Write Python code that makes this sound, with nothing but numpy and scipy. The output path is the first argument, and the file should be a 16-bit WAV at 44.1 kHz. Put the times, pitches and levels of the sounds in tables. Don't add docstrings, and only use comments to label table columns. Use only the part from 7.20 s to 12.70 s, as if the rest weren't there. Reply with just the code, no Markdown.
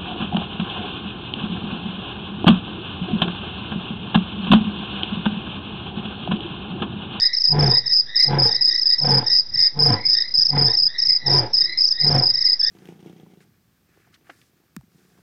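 import sys
import numpy as np
from scipy import signal
from scipy.fft import rfft, irfft
from scipy.io import wavfile
from scipy.ndimage import uniform_filter1d, minimum_filter1d, map_coordinates

SR = 44100
rng = np.random.default_rng(int(sys.argv[2]) if len(sys.argv) > 2 else 0)


def wav_record(signal):
    frames = np.transpose(np.atleast_2d(signal))
    bounded = np.clip(frames, -1, 1)
    quanta = np.round(bounded * 32767).astype(np.int16)
    wavfile.write(sys.argv[1], SR, quanta)


def invert_db(x):
    u = np.asarray(x, float) / 20
    return 10 ** u


N = 242550


def rms_one(x):
    return x / np.sqrt(np.mean(x ** 2) + 1e-20)


def in_time(rows):
    s, *columns = np.transpose(rows)
    return [np.interp(np.arange(N) / SR, s, column) for column in columns]


def band(x, low_hz, high_hz):
    return signal.sosfilt(signal.butter(2, [low_hz, high_hz], "band", fs=SR, output="sos"), x)


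def drift(rate_hz):
    low_pass = signal.butter(2, rate_hz, fs=SR, output="sos")
    return rms_one(signal.sosfilt(low_pass, rng.standard_normal(N + SR))[SR:])


def coloured(x, spectrum):
    hz, db = np.transpose(spectrum)
    grid = np.maximum(np.arange(N // 2 + 1) * SR / N, 1)
    gain = invert_db(np.interp(np.log(grid), np.log(hz), db))
    return rms_one(irfft(rfft(x) * gain, N))


def resonance(x, hz, width_hz):
    r = np.exp(-np.pi * width_hz / SR)
    numerator = [(1 - r * r) / 2, 0, (r * r - 1) / 2]
    denominator = [1, -2 * r * np.cos(2 * np.pi * hz / SR), r * r]
    return signal.lfilter(numerator, denominator, x)


def evened(x, over_s):
    return x / np.sqrt(uniform_filter1d(x * x, int(over_s * SR)) + 1e-12)


def scattered(x, t60_s):
    t = np.arange(int(t60_s * SR)) / SR
    onset = np.minimum(t / 0.0067, 1)
    spray = rng.standard_normal(SR)[:len(t)] * invert_db(-60 * t / t60_s) * onset
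    return signal.fftconvolve(x, spray / np.sqrt(np.sum(spray ** 2)))[:N]


# onset in seconds, loudest after seconds, lets go after seconds,
# chest tone in dB and growl in dB (before the offset of each part), pitch at the end in Hz.
GRUNT_ROWS = [(.268, 0.15, 0.23, -15.5, -25.5, 123), (1.023, 0.13, 0.23, -21, -25, 114),
              (1.772, 0.15, .215, -21, -26, 120), (2.521, 0.19, 0.2, -18.5, -26, 103.2),
              (3.269, 0.096, .212, -22, -28.5, 115), (4.009, 0.14, 0.22, -23, -27, 116),
              (4.787, .17, .203, -19, -27, 126.3)]


def effort(shape, levels_db):
    late_s, attack, swell, sag, lingers_s, release, offset_db = shape
    onset_db = -41
    u = np.arange(SR // 2) / SR
    out = np.zeros(N + SR)
    for (s, peak_s, end_s, *_), level_db in zip(GRUNT_ROWS, levels_db):
        rising = onset_db + attack * (u - late_s)
        held = -swell * np.maximum(peak_s - u, 0) - sag * np.maximum(u - peak_s, 0)
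        held = held - release * np.maximum(u - end_s - lingers_s, 0)
        start = int(s * SR)
        out[start:start + len(u)] += invert_db(level_db + offset_db + np.minimum(rising, held))
    return out[:N]


def chest_pitch():
    base_hz, hz_per_db = 167, 1.24
    sag_from = .74
    points = []
    for s, _, end_s, chest_db, _, last_hz in GRUNT_ROWS:
        first_hz = base_hz + hz_per_db * chest_db
        points += [(s, first_hz), (s + sag_from * end_s, first_hz)]
        points += [(s + 1.1 * end_s, last_hz), (s + 2 * end_s, last_hz)]
    return in_time(points)[0]


# centre in Hz, width in Hz, relative level in dB.
THROAT_MODES = [(168, 94, -2), (250, 150, -1.5), (337.6, 32, 2.5), (457.5, 25, -1.5), (537, 33, -1.5)]
MOUTH_MODES = [(724, 24, 0), (853, 24, -1), (997, 24, -5)]


def vocal_tube(source):
    modes = THROAT_MODES + MOUTH_MODES
    shaping = [invert_db(3.9 * drift(5.86)) for _ in modes]
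    rings = []
    for k, (hz, width_hz, db) in enumerate(modes):
        gain = (-1) ** k * shaping[k] * invert_db(db) / np.sqrt(width_hz)
        rings.append(gain * resonance(source, hz, width_hz))
    throat = evened(band(sum(rings[:len(THROAT_MODES)]), 130, 1300), .06)
    mouth = evened(band(sum(rings[len(THROAT_MODES):]), 600, 1300), 0.066)
    return throat, mouth


# frequency in Hz, relative gain in dB.
RASP_SPECTRUM = [(650, -39), (1100, -7.5), (1480, -6), (1600, -4), (2330, -10.5), (2660, -19),
                 (3500, -14.5), (4550, -37), (7700, -120)]
# late by seconds, attack in dB/s, swell in dB/s,
# sag in dB/s, lingers for seconds, release in dB/s, offset in dB.
CHEST_EFFORT = (0.001, 584.5, 80.5, 59, .001, 270, 0.3)
THROAT_EFFORT = (-.012, 400, 55, 51, .02, 200, 0.1)
MOUTH_EFFORT = (0, 560.5, 70, 70, .045, 240, -1.3)
RASP_EFFORT = (.01, 500, 90, 55, .022, 190, -8)


def lion():
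    unsteady, wander, strength = drift(35), drift(30), invert_db(3.0 * drift(40))
    tube_noise, rasp_noise = rng.standard_normal((2, N))
    flaps_per_s = 48.0 - .8 * np.arange(N) / SR
    cycle = np.cumsum(flaps_per_s * (1 + .3 * unsteady)) / SR
    flaps = strength * np.diff(np.floor(cycle), prepend=0)
    puff = strength * (0.39 + np.exp(-2.5 * (cycle % 1)))
    source = .5 * rms_one(flaps) + rms_one(puff) * tube_noise
    throat, mouth = vocal_tube(source)

    chest_turn = 2 * np.pi * np.cumsum(chest_pitch() * (1 + .025 * wander)) / SR
    chest_tone = np.sin(chest_turn) * (1 + .3 * np.cos(2 * np.pi * cycle))
    chest = np.sqrt(2) * chest_tone + .32 * rms_one(band(source, 70, 210))
    rasp = coloured(rms_one(np.sqrt(puff)) * rasp_noise + .1 * rms_one(flaps), RASP_SPECTRUM)

    chest_db, growl_db = np.transpose(GRUNT_ROWS)[3:5]
    out = effort(CHEST_EFFORT, chest_db) * chest + effort(THROAT_EFFORT, growl_db) * throat
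    out = out + effort(MOUTH_EFFORT, growl_db) * mouth + effort(RASP_EFFORT, growl_db) * rasp
    return out + invert_db(-19) * scattered(out, t60_s=.6)


# start in seconds, length in seconds, low flutter in dB, throat hum in dB.
BREATH_ROWS = [(0.803, 0.15, -54.5, -66), (1.33, 0.48, -60, -52.5), (2.099, .12, -58, -64),
               (2.261, 0.21, -42.5, -65), (2.855, 0.25, -64, -57.5), (3.048, 0.35, -48.5, -68),
               (3.581, .14, -52, -58), (3.726, .34, -53, -67), (4.296, 0.39, -58, -54.5),
               (5.02, 0.18, -51, -58)]


def breath():
    out, t = np.zeros(N), np.arange(N) / SR
    flutter = rms_one(band(rng.standard_normal(N), 60, 170)) * invert_db(3.0 * drift(20))
    hum = rms_one(resonance(resonance(rng.standard_normal(N), 340, 60), 340, 60))
    for s, length_s, flutter_db, hum_db in BREATH_ROWS:
        swell = np.sin(np.pi * np.clip((t - s) / length_s, 0, 1) ** .8) ** 2
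        out += swell * (invert_db(flutter_db) * flutter + invert_db(hum_db) * hum)
    return out


# start in seconds, length in seconds, first pitch in Hz, last pitch in Hz,
# level in dB before the vocal sac.
CROAK_ROWS = [(-.06, .24, 1693, 2038, -35.5), (0.184, 0.13, 1880, 1993, -49.5),
              (0.446, .17, 1826, 1940, -39.5), (0.613, 0.13, 1817, 1950, -42),
              (0.855, .26, 1761, 2046, -35), (1.259, .2, 1784, 2008, -39), (1.456, .16, 1840, 1963, -38),
              (1.632, .18, 1730, 1990, -41), (2.031, .15, 1752, 1964, -39), (2.308, 0.2, 1940, 2090, -40.5),
              (2.358, .14, 1772, 1916, -41.5), (2.739, 0.13, 1887, 2167, -36),
              (2.853, 0.28, 1700, 2018, -39), (3.179, 0.077, 1740, 1734, -47.5),
              (3.304, .1, 2010, 2070, -40.5), (3.448, 0.11, 1700, 1904, -41), (3.653, .22, 1708, 1986, -41),
              (3.82, .17, 1925, 2080, -42.5), (3.964, 0.22, 1980, 1918, -38.5),
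              (4.359, 0.25, 1810, 2043, -36), (4.708, 0.21, 1744, 2061, -39.5),
              (5.063, .3, 1896, 2015, -40.5), (5.403, 0.15, 1663, 1875, -35)]
# mean of first and last pitch in Hz, level against the first partial in dB before the vocal sac.
OCTAVE_LEVEL = [(1800, -2), (1900, 0), (1960, -3.5), (2040, -13)]


def frogs():
    out, t = np.zeros(N), np.arange(N) / SR
    pace, waver, size = drift(39.8), drift(100), invert_db(4.5 * drift(55))
    pulse_rates = rng.uniform(90, 140, len(CROAK_ROWS))
    for (s, length_s, first_hz, last_hz, db), per_s in zip(CROAK_ROWS, pulse_rates):
        now = slice(max(int(s * SR) + 1, 0), min(int((s + length_s) * SR), N))
        part = np.clip((t[now] - s) / length_s, 0, 1)
        swell = np.abs(np.sin(np.pi * part ** 1.1)) ** .8

        pulse_phase = np.cumsum(per_s * (1 + 0.1788 * pace[now])) / SR % 1
        pulses = size[now] * np.abs(np.sin(np.pi * pulse_phase ** 1.19)) ** 1.1

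        glide_hz = first_hz + (last_hz - first_hz) * np.sin(np.pi / 2 * part ** .95)
        turn = 2 * np.pi * np.cumsum(glide_hz * (1 + .026 * waver[now])) / SR
        octave_db = np.interp((first_hz + last_hz) / 2, *np.transpose(OCTAVE_LEVEL))
        tone = np.sqrt(2) * (np.sin(turn) + invert_db(octave_db) * np.sin(2 * turn))
        out[now] += swell * invert_db(db) * rms_one(pulses) * tone
    out = resonance(out, 1950, 900) + resonance(out, 3754, 660)
    return 0.86 * out + 0.71 * scattered(out, t60_s=0.2)


def cricket(chirps, gap_ms, stroke, first_db, slowing, catch_hz, count):
    ms, hz, height = np.transpose(stroke)
    t_ms = np.arange(int(ms[-1] * SR / 1000)) * 1000 / SR
    stroke_hz, stroke_height = np.interp(t_ms, ms, hz), np.interp(t_ms, ms, height)
    out = np.zeros(N + 2 * SR)
    chance = rng.standard_normal((len(chirps), count, 4))
    for (s, db), draws in zip(chirps, chance):
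        for k, (pitch, phase, level, catch) in enumerate(draws):
            late_ms = k * gap_ms * (1 + slowing * (k - 1))
            at = SR + round(SR * (s + late_ms / 1000))
            high_catch = catch_hz * abs(catch) * np.exp(-t_ms / 2.2)
            turn = 2 * np.pi * np.cumsum(stroke_hz + high_catch + 6.2 * pitch) / SR + 9 * phase
            gain = invert_db(db + first_db * (k == 0) + 0.7 * level)
            wave = np.sin(turn) + invert_db(-55.5) * np.sin(2 * turn)
            out[at:at + len(t_ms)] += gain * stroke_height * wave
    return out[SR:SR + N]


def with_echo(x, lag_ms, db):
    late = np.arange(N) - in_time(lag_ms)[0] * SR / 1000
    return x + invert_db(db) * map_coordinates(x, [late], order=3)


# start in seconds, nominal stroke level in dB before the wing's resonance.
NEAR_SONG = [(-0.0163, -11.9), (0.2378, -11.9), (0.5016, -12.5), (0.7177, -12.0), (0.9575, -11.8),
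             (1.1848, -12.3), (1.4085, -11.7), (1.655, -11.6), (1.9023, -12.4), (2.1161, -11.6),
             (2.3887, -11.7), (2.5895, -12.7), (2.8511, -12.3), (3.139, -12.3), (3.3765, -12.4),
             (3.5866, -12.2), (3.8826, -13.5), (4.1128, -15.2), (4.3341, -14.4), (4.5731, -14.1),
             (4.7984, -12.6), (5.0217, -12.1), (5.2512, -12.0)]
SECOND_SONG = [(0.1289, -12), (0.3873, -13), (0.6574, -13), (0.9532, -12.5), (1.2371, -12.5),
               (1.5053, -12.5), (1.779, -12), (2.0611, -12), (2.3358, -12.5), (2.6138, -12), (2.895, -11.5),
               (3.177, -10.5), (3.461, -11), (3.7803, -11), (4.0596, -10.5), (4.3297, -12.5),
               (4.5976, -11.5), (4.8711, -12), (5.1347, -12), (5.392, -10.5)]
FAR_SONG = [(.06, -36), (.82, -35.5), (1.075, -33), (2.0, -25), (2.255, -28.5), (2.53, -35.5),
            (2.77, -27.5), (3.043, -24.5), (3.315, -20), (4.19, -26.5), (4.455, -24.5), (4.72, -21.5)]
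# time in milliseconds, nominal pitch in Hz, relative height.
NEAR_WING = [(0, 5105, 0), (2.8, 5108, 1.08), (6, 5108, 1.08), (11.7, 5010, 1.08), (17.2, 4855, 1.08),
             (19.2, 4780, .02)]
SECOND_WING = [(0, 5330, .02), (1.6, 5290, .17), (4, 5260, .33), (7.5, 5232, .62), (12, 5190, .95),
               (15, 5155, .95), (22.5, 4880, .95), (24.4, 4780, .02)]
FAR_WING = [(0, 5120, 0), (6, 5080, .7), (13, 4990, .95), (19, 4850, .7), (22, 4800, .02)]
# time in seconds, lag in milliseconds.
NEAR_ECHO = [(0, 7.81), (1.5, 7.818), (5.5, 7.792)]
SECOND_ECHO = [(0, 1.668), (5.5, 1.672)]


def crickets():
    near = cricket(NEAR_SONG, 32.9, NEAR_WING, first_db=-1.1, slowing=0, catch_hz=0, count=3)
    near = with_echo(near, NEAR_ECHO, db=.8)
    second = cricket(SECOND_SONG, 34.15, SECOND_WING, first_db=-0.86, slowing=0.015, catch_hz=520, count=4)
    second = with_echo(second, SECOND_ECHO, db=-3.5)
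    far = cricket(FAR_SONG, 31.2, FAR_WING, first_db=-2, slowing=0, catch_hz=0, count=3)
    direct = resonance(near + second + far, 5050, 1500)

    stroke_level = np.sqrt(uniform_filter1d(second ** 2, size=200) + 1e-12) * invert_db(6.0 * drift(7.8))
    scratch = rms_one(band(band(rng.standard_normal(N), 5100, 6110), 4800, 6230))
    direct = direct + invert_db(-28.5) * stroke_level * scratch
    return direct + invert_db(-11) * scattered(direct, t60_s=.18)


# frequency in Hz, relative gain in dB.
AIR_SPECTRUM = [(30, -14.5), (55, -9), (150, -8.5), (340, -9), (1400, -15), (1900, -7.5), (2400, -20),
                (3200, -22), (3800, -5.5), (4400, -16), (5000, 3), (5600, -5), (6500, -33), (7500, -57)]


def night_air():
    return invert_db(-47) * coloured(rng.standard_normal(N), AIR_SPECTRUM)


def scene():
    return (lion() + breath() + frogs() + crickets() + night_air())[None]


def top_cut(x):
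    return signal.sosfilt(signal.butter(12, 12800, fs=SR, output="sos"), x)


def record(dry):
    limit, offset = .5, 0.016
    top, knee = .52, 8.3
    peak = -minimum_filter1d(-np.abs(dry), int(0.0015 * SR))
    gain = uniform_filter1d(np.minimum(1, limit / (peak + 1e-9)), int(0.0045 * SR))
    held = dry * gain + offset
    bent = held / (1 + (np.abs(held) / top) ** knee) ** (1 / knee)
    return top_cut(bent)


dry = scene()
out = record(dry)
wav_record(out)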